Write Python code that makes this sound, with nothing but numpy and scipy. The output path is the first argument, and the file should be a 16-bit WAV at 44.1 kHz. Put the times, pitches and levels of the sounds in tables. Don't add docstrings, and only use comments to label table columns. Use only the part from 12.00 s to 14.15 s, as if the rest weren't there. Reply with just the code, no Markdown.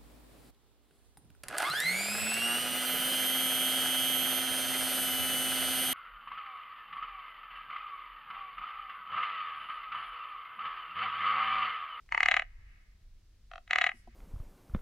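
import sys
import numpy as np
from scipy import signal
from scipy.fft import rfft, irfft, next_fast_len
from scipy.io import wavfile
from scipy.ndimage import uniform_filter1d

SR = 44100
rng = np.random.default_rng(int(sys.argv[2]) if len(sys.argv) > 2 else 0)


def persist_wave(psi):
    counts = np.round(np.clip(psi, -1, 1) * 32767).astype(np.int16)
    wavfile.write(sys.argv[1], SR, np.atleast_2d(counts).T)


N = 94815


def amp(db):
    return 10 ** (np.asarray(db) / 20)


def unit(x):
    return x / np.sqrt(np.mean(x ** 2) + 1e-20)


def along(points, hz):
    point_hz, value = np.transpose(points)
    return np.interp(np.log(hz + 1), np.log(point_hz + 1), value)


def curve(rows):
    times, *columns = np.transpose(rows)
    return [np.interp(np.arange(N) / SR, times, column) for column in columns]


def filtered(x, response):
    size = next_fast_len(N + SR // 2)
    spectrum = rfft(x, size) * response(np.fft.rfftfreq(size, 1 / SR))
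    return irfft(spectrum, size)[..., :N]


SNAP_S = .0006
SHUT_S, SHUT_DB, SHUT_HZ = .0003, -14, 1500
SCATTER_HZ, SCATTER_DB = .008, 1.2


def ring_modes(track, s, db, hz, mode_db, t60, rise, hold=.0025):
    start = int((s - SNAP_S) * SR)
    t = np.arange(SR // 8)[:, None] / SR
    pitch_chance, level_chance = rng.standard_normal((2, len(hz)))
    mode_hz = hz * (1 + SCATTER_HZ * pitch_chance)
    swing = -np.cos(2 * np.pi * mode_hz * (t + start / SR - s))
    shut = SHUT_DB * (hz > SHUT_HZ) * (1 + np.tanh((t - hold) / SHUT_S)) / 2
    fade = amp(mode_db + shut + SCATTER_DB * level_chance - 60 * t / t60)
    swell = (1 - np.exp(-t / rise)) ** 2
    track[start:start + len(t)] += amp(db) * (swing * fade * swell).sum(axis=1)


# (time [s], level [dB], sac fullness [0-1], treble [dB])
NEAR_PULSES = [(.091, -43.5, .5, -2), (.1234, -16, 0.05, -5), (.1477, -13, 0.09, -11.5),
               (.1776, -11.5, .1, -7.5), (.2058, -11, 0.5, -5), (.2313, -10.5, 0.3, 1),
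               (.2337, -24.5, 1, 6), (.2595, -10, 0.4, -0.5), (.2619, -20.5, 0.4, -12),
               (.2863, -8, 0.83, -2.5), (.3136, -11.5, 0.94, 1), (.3185, -11.5, 0.78, -4.5),
               (.3421, -11, 0.81, -1.5), (.3672, -12, 0.85, -0.5), (.3712, -13, 0.62, -6.5),
               (.396, -15.5, 0.93, -5), (.4217, -21, 0.76, -9.5), (1.6778, -43, 0.9, 4.5),
               (1.7099, -13, 0.79, 0), (1.7329, -11, 0.7, -0.5), (1.759, -10, 0.7, -1),
               (1.7857, -9, 0.7, 0), (1.8137, -12, 0.96, -2), (1.8179, -12.5, 1, -1),
               (1.8419, -9.5, 0.8, -2), (1.8661, -14, 0.93, -3.5), (1.8702, -15, 0.78, -2.5),
               (1.8925, -19, 0.99, -8), (1.9173, -28.5, 0.6, -11)]
# (slack pitch [Hz], full pitch [Hz], slack level [dB], full level [dB],
# time to fade by 60 dB [s], rise [s])
NEAR_THROAT = [(770, 725, -24.5, -7.5, 0.022, .0015), (966.4, 650, -10.5, -37, 0.048, 0.00079),
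               (1157, 1270, -6.5, -12, 0.013, 0.00034), (1860, 1680, -12.5, -11, 0.027, 0.00042),
               (2070, 2030, -5, -2, 0.041, 0.00047), (1941, 1700, -9, -13, 0.013, 0.00025),
               (2550, 2530, -20, -11.5, 0.035, 0.00043), (2880, 2860, -16, -9.5, .025, 0.00074),
               (3380, 3250, -30.5, -10.5, 0.013, 0.00031), (3900, 3870, -43.5, -15.5, 0.031, 0.00031),
               (4500, 4220, -21, -29.5, .025, .0002), (5584, 5450, -27, -34, 0.015, 0.000067),
               (6300, 6200, -27.5, -33, 0.025, .0002), (7580, 6960, -30, -26.5, 0.0088, .0002),
               (8990, 8900, -46, -40.5, 0.02, .0001), (15000, 17000, -73, -65.5, .015, .0001)]
TREBLE_HZ = 3200
RASP_DB, RASP_T60 = -40.5, .0067
HOLD_S = (.0044, .0025)
LEAD_S, LEAD_RISE_S, LEAD_DB = .0027, .00037, (-30.5, -14)
REBOUND_S, REBOUND_HOLD_S, REBOUND_DB = .0031, .0017, (-22, -7)


def near_frog():
    out = np.zeros(N + SR)
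    t = np.arange(SR // 20) / SR
    slack_hz, full_hz, slack_db, full_db, t60, rise = np.transpose(NEAR_THROAT)
    for s, db, full, treble_db in NEAR_PULSES:

        def mix(slack, filled):
            return slack + full * (filled - slack)

        hz = mix(slack_hz, full_hz)
        mode_db = mix(slack_db, full_db) + treble_db * (full_hz > TREBLE_HZ)
        ring_modes(out, s, db, hz, mode_db, t60, rise, hold=mix(*HOLD_S))
        lead_in = slice(3, 8)
        lead_in_db = db + mix(*LEAD_DB)
        ring_modes(out, s - LEAD_S, lead_in_db, hz[lead_in], mode_db[lead_in], t60[lead_in], LEAD_RISE_S)
        rebound_db = db + mix(*REBOUND_DB)
        ring_modes(out, s + REBOUND_S, rebound_db, hz[2:], mode_db[2:], t60[2:], rise[2:],
                   hold=REBOUND_HOLD_S)
        rasp = np.diff(rng.standard_normal(len(t) + 1)) * amp(-60 * t / RASP_T60)
        out[int(s * SR):][:len(t)] += amp(db + treble_db + RASP_DB) * rasp
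    return out[:N]


# (time [s], level [dB])
FAR_PULSES = [(1.5153, -37), (1.5362, -35), (1.5577, -34), (1.5801, -37)]
# (delay [s], level [dB])
SNAPS_IN_PULSE = [(0, 0), (.00155, 0), (.0031, -15)]
# (pitch [Hz], level [dB], time to fade by 60 dB [s], rise [s])
FAR_MODES = [(722, 0, 0.017, 0.0018), (1200, 1, 0.0054, 0.00061), (1500, 2.5, .007, 0.00033),
             (1760, -7, 0.004, 0.0009), (2720, -5.5, 0.0057, 0.00034), (3064, -8.5, 0.0051, 0.0003),
             (3830, -15, 0.0034, 0.00021), (4247, -22.5, 0.014, 0.000099), (5550, -27, .008, 0.00029),
             (6070, -27.5, 0.0072, 0.000089)]


def far_frog():
    out = np.zeros(N + SR)
    for s, db in FAR_PULSES:
        for late, snap_db in SNAPS_IN_PULSE:
            ring_modes(out, s + late, db + snap_db, *np.transpose(FAR_MODES))
    return out[:N]


# (frequency [Hz], relative level [dB])
BUZZ_COLOUR = [(120, -34), (200, -23), (420, -31), (700, -12), (1400, -5), (2230, -1), (3500, -20),
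               (4200, -25.5), (5050, -33.5), (6970, -28.5), (8300, -39.5), (9600, -40.5), (14000, -63.5),
               (15800, -50.5)]
BUZZ_DB, BUZZ_S = -30.5, .0075


def buzz():
    now = np.arange(N) / SR
    swell = sum(amp(db) * np.exp(-.5 * ((now - s) / BUZZ_S) ** 2)
                for s, db, *_ in NEAR_PULSES + FAR_PULSES)
    noise = rng.standard_normal(N) + 1.2 * rng.standard_normal((2, N))
    coloured = filtered(noise, lambda hz: amp(along(BUZZ_COLOUR, hz)))
    return amp(BUZZ_DB) * swell * unit(coloured)


# (frequency [Hz], relative level [dB])
REED_COLOUR = [(500, 11.5), (1000, -2.5), (2000, -2.5), (4000, 4.5), (8000, -1.5), (15000, 1)]
# (frequency [Hz], time to fade by 60 dB [s])
REED_FADE = [(700, 0.12), (2000, 0.16), (6000, .05)]


def reeds(x):
    out = np.zeros((2, N + SR))
    step, delay = SR // 10, 90
    for at in range(0, N, step):
        hz, t, grains = signal.stft(rng.standard_normal((2, SR // 5)), SR, nperseg=128)
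        fade_db = along(REED_COLOUR, hz)[:, None] - 60 * t / along(REED_FADE, hz)[:, None]
        tail = signal.istft(grains * amp(fade_db), SR, nperseg=128)[1]
        wet = signal.fftconvolve(x[None, at:at + step], tail / 20, axes=1)
        out[:, at + delay:at + delay + wet.shape[1]] += wet
    return out[:, :N]


# (frequency [Hz], relative level [dB])
ECHO_COLOUR = [(400, -14.5), (800, -7.5), (1300, -1), (1700, 0), (2000, -2.5), (2400, 1.5), (2900, -2.5),
               (3800, -4.5), (6000, -2.5), (12000, -20)]
BANK_S, BANK_RISE_S, BANK_T60 = .34, .027, 1
FIELD_DB, FIELD_T60 = 5.5, .82


def bank(x):
    now = np.arange(N) / SR
    t = np.clip(now - BANK_S, 0, None)
    late = (1 - np.exp(-t / BANK_RISE_S)) * amp(-60 * t / BANK_T60)
    field = amp(FIELD_DB - 60 * now / FIELD_T60)
    tail = rng.standard_normal((2, N)) * (late + field) / np.linalg.norm(late)
    echo = signal.fftconvolve(x[None], tail, axes=1)[:, :N]
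    return filtered(echo, lambda hz: amp(along(ECHO_COLOUR, hz)))


# (time [s], level [dB], boost of modes above 500 Hz [dB])
BUBBLE_PLOPS = [(1.939, -60, -5), (2.074, -54.5, 5.5)]
# (pitch [Hz], relative level [dB], time to fade by 60 dB [s])
BUBBLE_MODES = [(234, 3, 0.14), (347, 2.5, 0.071), (724, 9.5, 0.028), (957, -4, 0.036)]
# (time [s], level [dB])
GRASS_TICKS = [(0.0625, -60), (2.075, -60)]


def pond():
    out = np.zeros(N + SR)
    t = np.arange(SR // 50) / SR
    hz, mode_db, t60 = np.transpose(BUBBLE_MODES)
    for s, db, upper_db in BUBBLE_PLOPS:
        ring_modes(out, s, db, hz, mode_db + upper_db * (hz > 500), t60, rise=.002)
    for s, db in GRASS_TICKS:
        soft_noise = uniform_filter1d(rng.standard_normal(len(t)), size=3)
        out[int(s * SR):][:len(t)] += amp(db - 60 * t / .012) * soft_noise
    return out[:N]


# (frequency [Hz], relative level [dB])
RUSTLE_COLOUR = [(2350, -46.5), (4000, -10), (5390, 4), (6230, -6), (8540, 0.5), (10800, -1.5),
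                 (15800, -26)]
RUSTLE_S, RUSTLE_LEN_S, RUSTLE_DB = 1.98, .035, -71.5


def rustle():
    swell = np.exp(-.5 * ((np.arange(N) / SR - RUSTLE_S) / RUSTLE_LEN_S) ** 2)
    swish = filtered(rng.standard_normal((2, N)), lambda hz: amp(along(RUSTLE_COLOUR, hz)))
    return amp(RUSTLE_DB) * swell * unit(swish)


# (frequency [Hz], relative level [dB])
HISS_COLOUR = [(59, -34), (100, -3.5), (205, -14), (249, -17.5), (797, -27.5), (886, -32), (944, -28.5),
               (1410, -28.5), (4930, -26.5), (8550, -34.5), (15800, -40.5)]
# (frequency [Hz], likeness [1 same, 0 unrelated])
EAR_LIKENESS = [(60, 0.99), (180, 1), (550, 0.21), (1650, 0.93), (4970, 0.03), (15000, -0.03)]
# (time [s], level between 4000 and 9000 Hz [dB])
HISS_LEVEL = [(0.0, -77.5), (0.17, -81.5), (2.15, -79)]
# (time [s], deep level [dB], upper level [dB])
RUMBLE_LEVEL = [(0, -60, -69.5), (.22, -58.5, -65), (.5, -50, -65), (.6, -54, -61), (.82, -59.5, -65.5),
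                (1.02, -60, -66.5), (1.1, -51, -66.5), (1.27, -59.5, -68.5), (1.5, -55, -67.5),
                (1.63, -59, -71), (1.78, -65.5, -65), (1.92, -60.5, -65.5), (2.04, -58.5, -66),
                (2.15, -52, -66)]
# (frequency [Hz], relative level [dB])
RUMBLE_COLOUR = [(9.4, -30.5), (16, 0.5), (27, -1), (43, -1), (90, -15), (140, -24), (180, -55),
                 (310, -120)]
DEEP_HZ, SPLIT_HZ = 62, 130


def air():
    def above(hz, edge_hz):
        return hz ** 6 / (hz ** 6 + edge_hz ** 6)

    def middle_and_sides(hz):
        turn = np.arccos(np.clip(along(EAR_LIKENESS, hz), -1, 1)) / 2
        return np.array([np.cos(turn), np.sin(turn)])

    def pair(gain):
        noise = rng.standard_normal((2, N))
        mid, side = filtered(noise, lambda hz: gain(hz) * middle_and_sides(hz))
        return np.array([mid + side, mid - side])

    deep = pair(lambda hz: amp(along(RUMBLE_COLOUR, hz)) * (1 - above(hz, DEEP_HZ)))
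    upper = pair(lambda hz: amp(along(RUMBLE_COLOUR, hz)) * above(hz, DEEP_HZ) * (1 - above(hz, SPLIT_HZ)))
    hiss = pair(lambda hz: amp(along(HISS_COLOUR, hz)) * above(hz, SPLIT_HZ))
    hiss_band = filtered(hiss, lambda hz: (hz > 4000) & (hz < 9000))
    deep_db, upper_db = curve(RUMBLE_LEVEL)
    hiss_db = curve(HISS_LEVEL)[0]
    rumble = amp(deep_db) * unit(deep) + amp(upper_db) * unit(upper)
    return rumble + amp(hiss_db) * hiss / np.std(hiss_band)


# (frequency [Hz], left minus right [dB])
NEAR_SIDE = [(400, .5), (1300, 1), (2400, 2.3), (4400, 1.8), (9000, .5)]
# (frequency [Hz], left leads by [radians])
NEAR_PHASE = [(450, 2), (720, 0.5), (950, 2.5), (1290, 0.14), (3000, 0.67), (4500, 1), (16000, 1.94)]
REEDS_DB, BANK_DB = -15, -39.5


def scene():
    near, far = near_frog(), far_frog()
    ear = np.array([[.5], [-.5]])
    placed_near = filtered(
        near, lambda hz: amp(along(NEAR_SIDE, hz) * ear) * np.exp(1j * along(NEAR_PHASE, hz) * ear))
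    placed_far = far * amp([[1.1], [-1.1]])
    both = near + far
    reflections = amp(REEDS_DB) * reeds(both) + amp(BANK_DB) * bank(both)
    return placed_near + placed_far + reflections + buzz() + pond() + rustle() + air()


def record(dry):
    return filtered(dry, lambda hz: (hz < 15850) & (hz > 15))


dry = scene()
out = record(dry)
persist_wave(out)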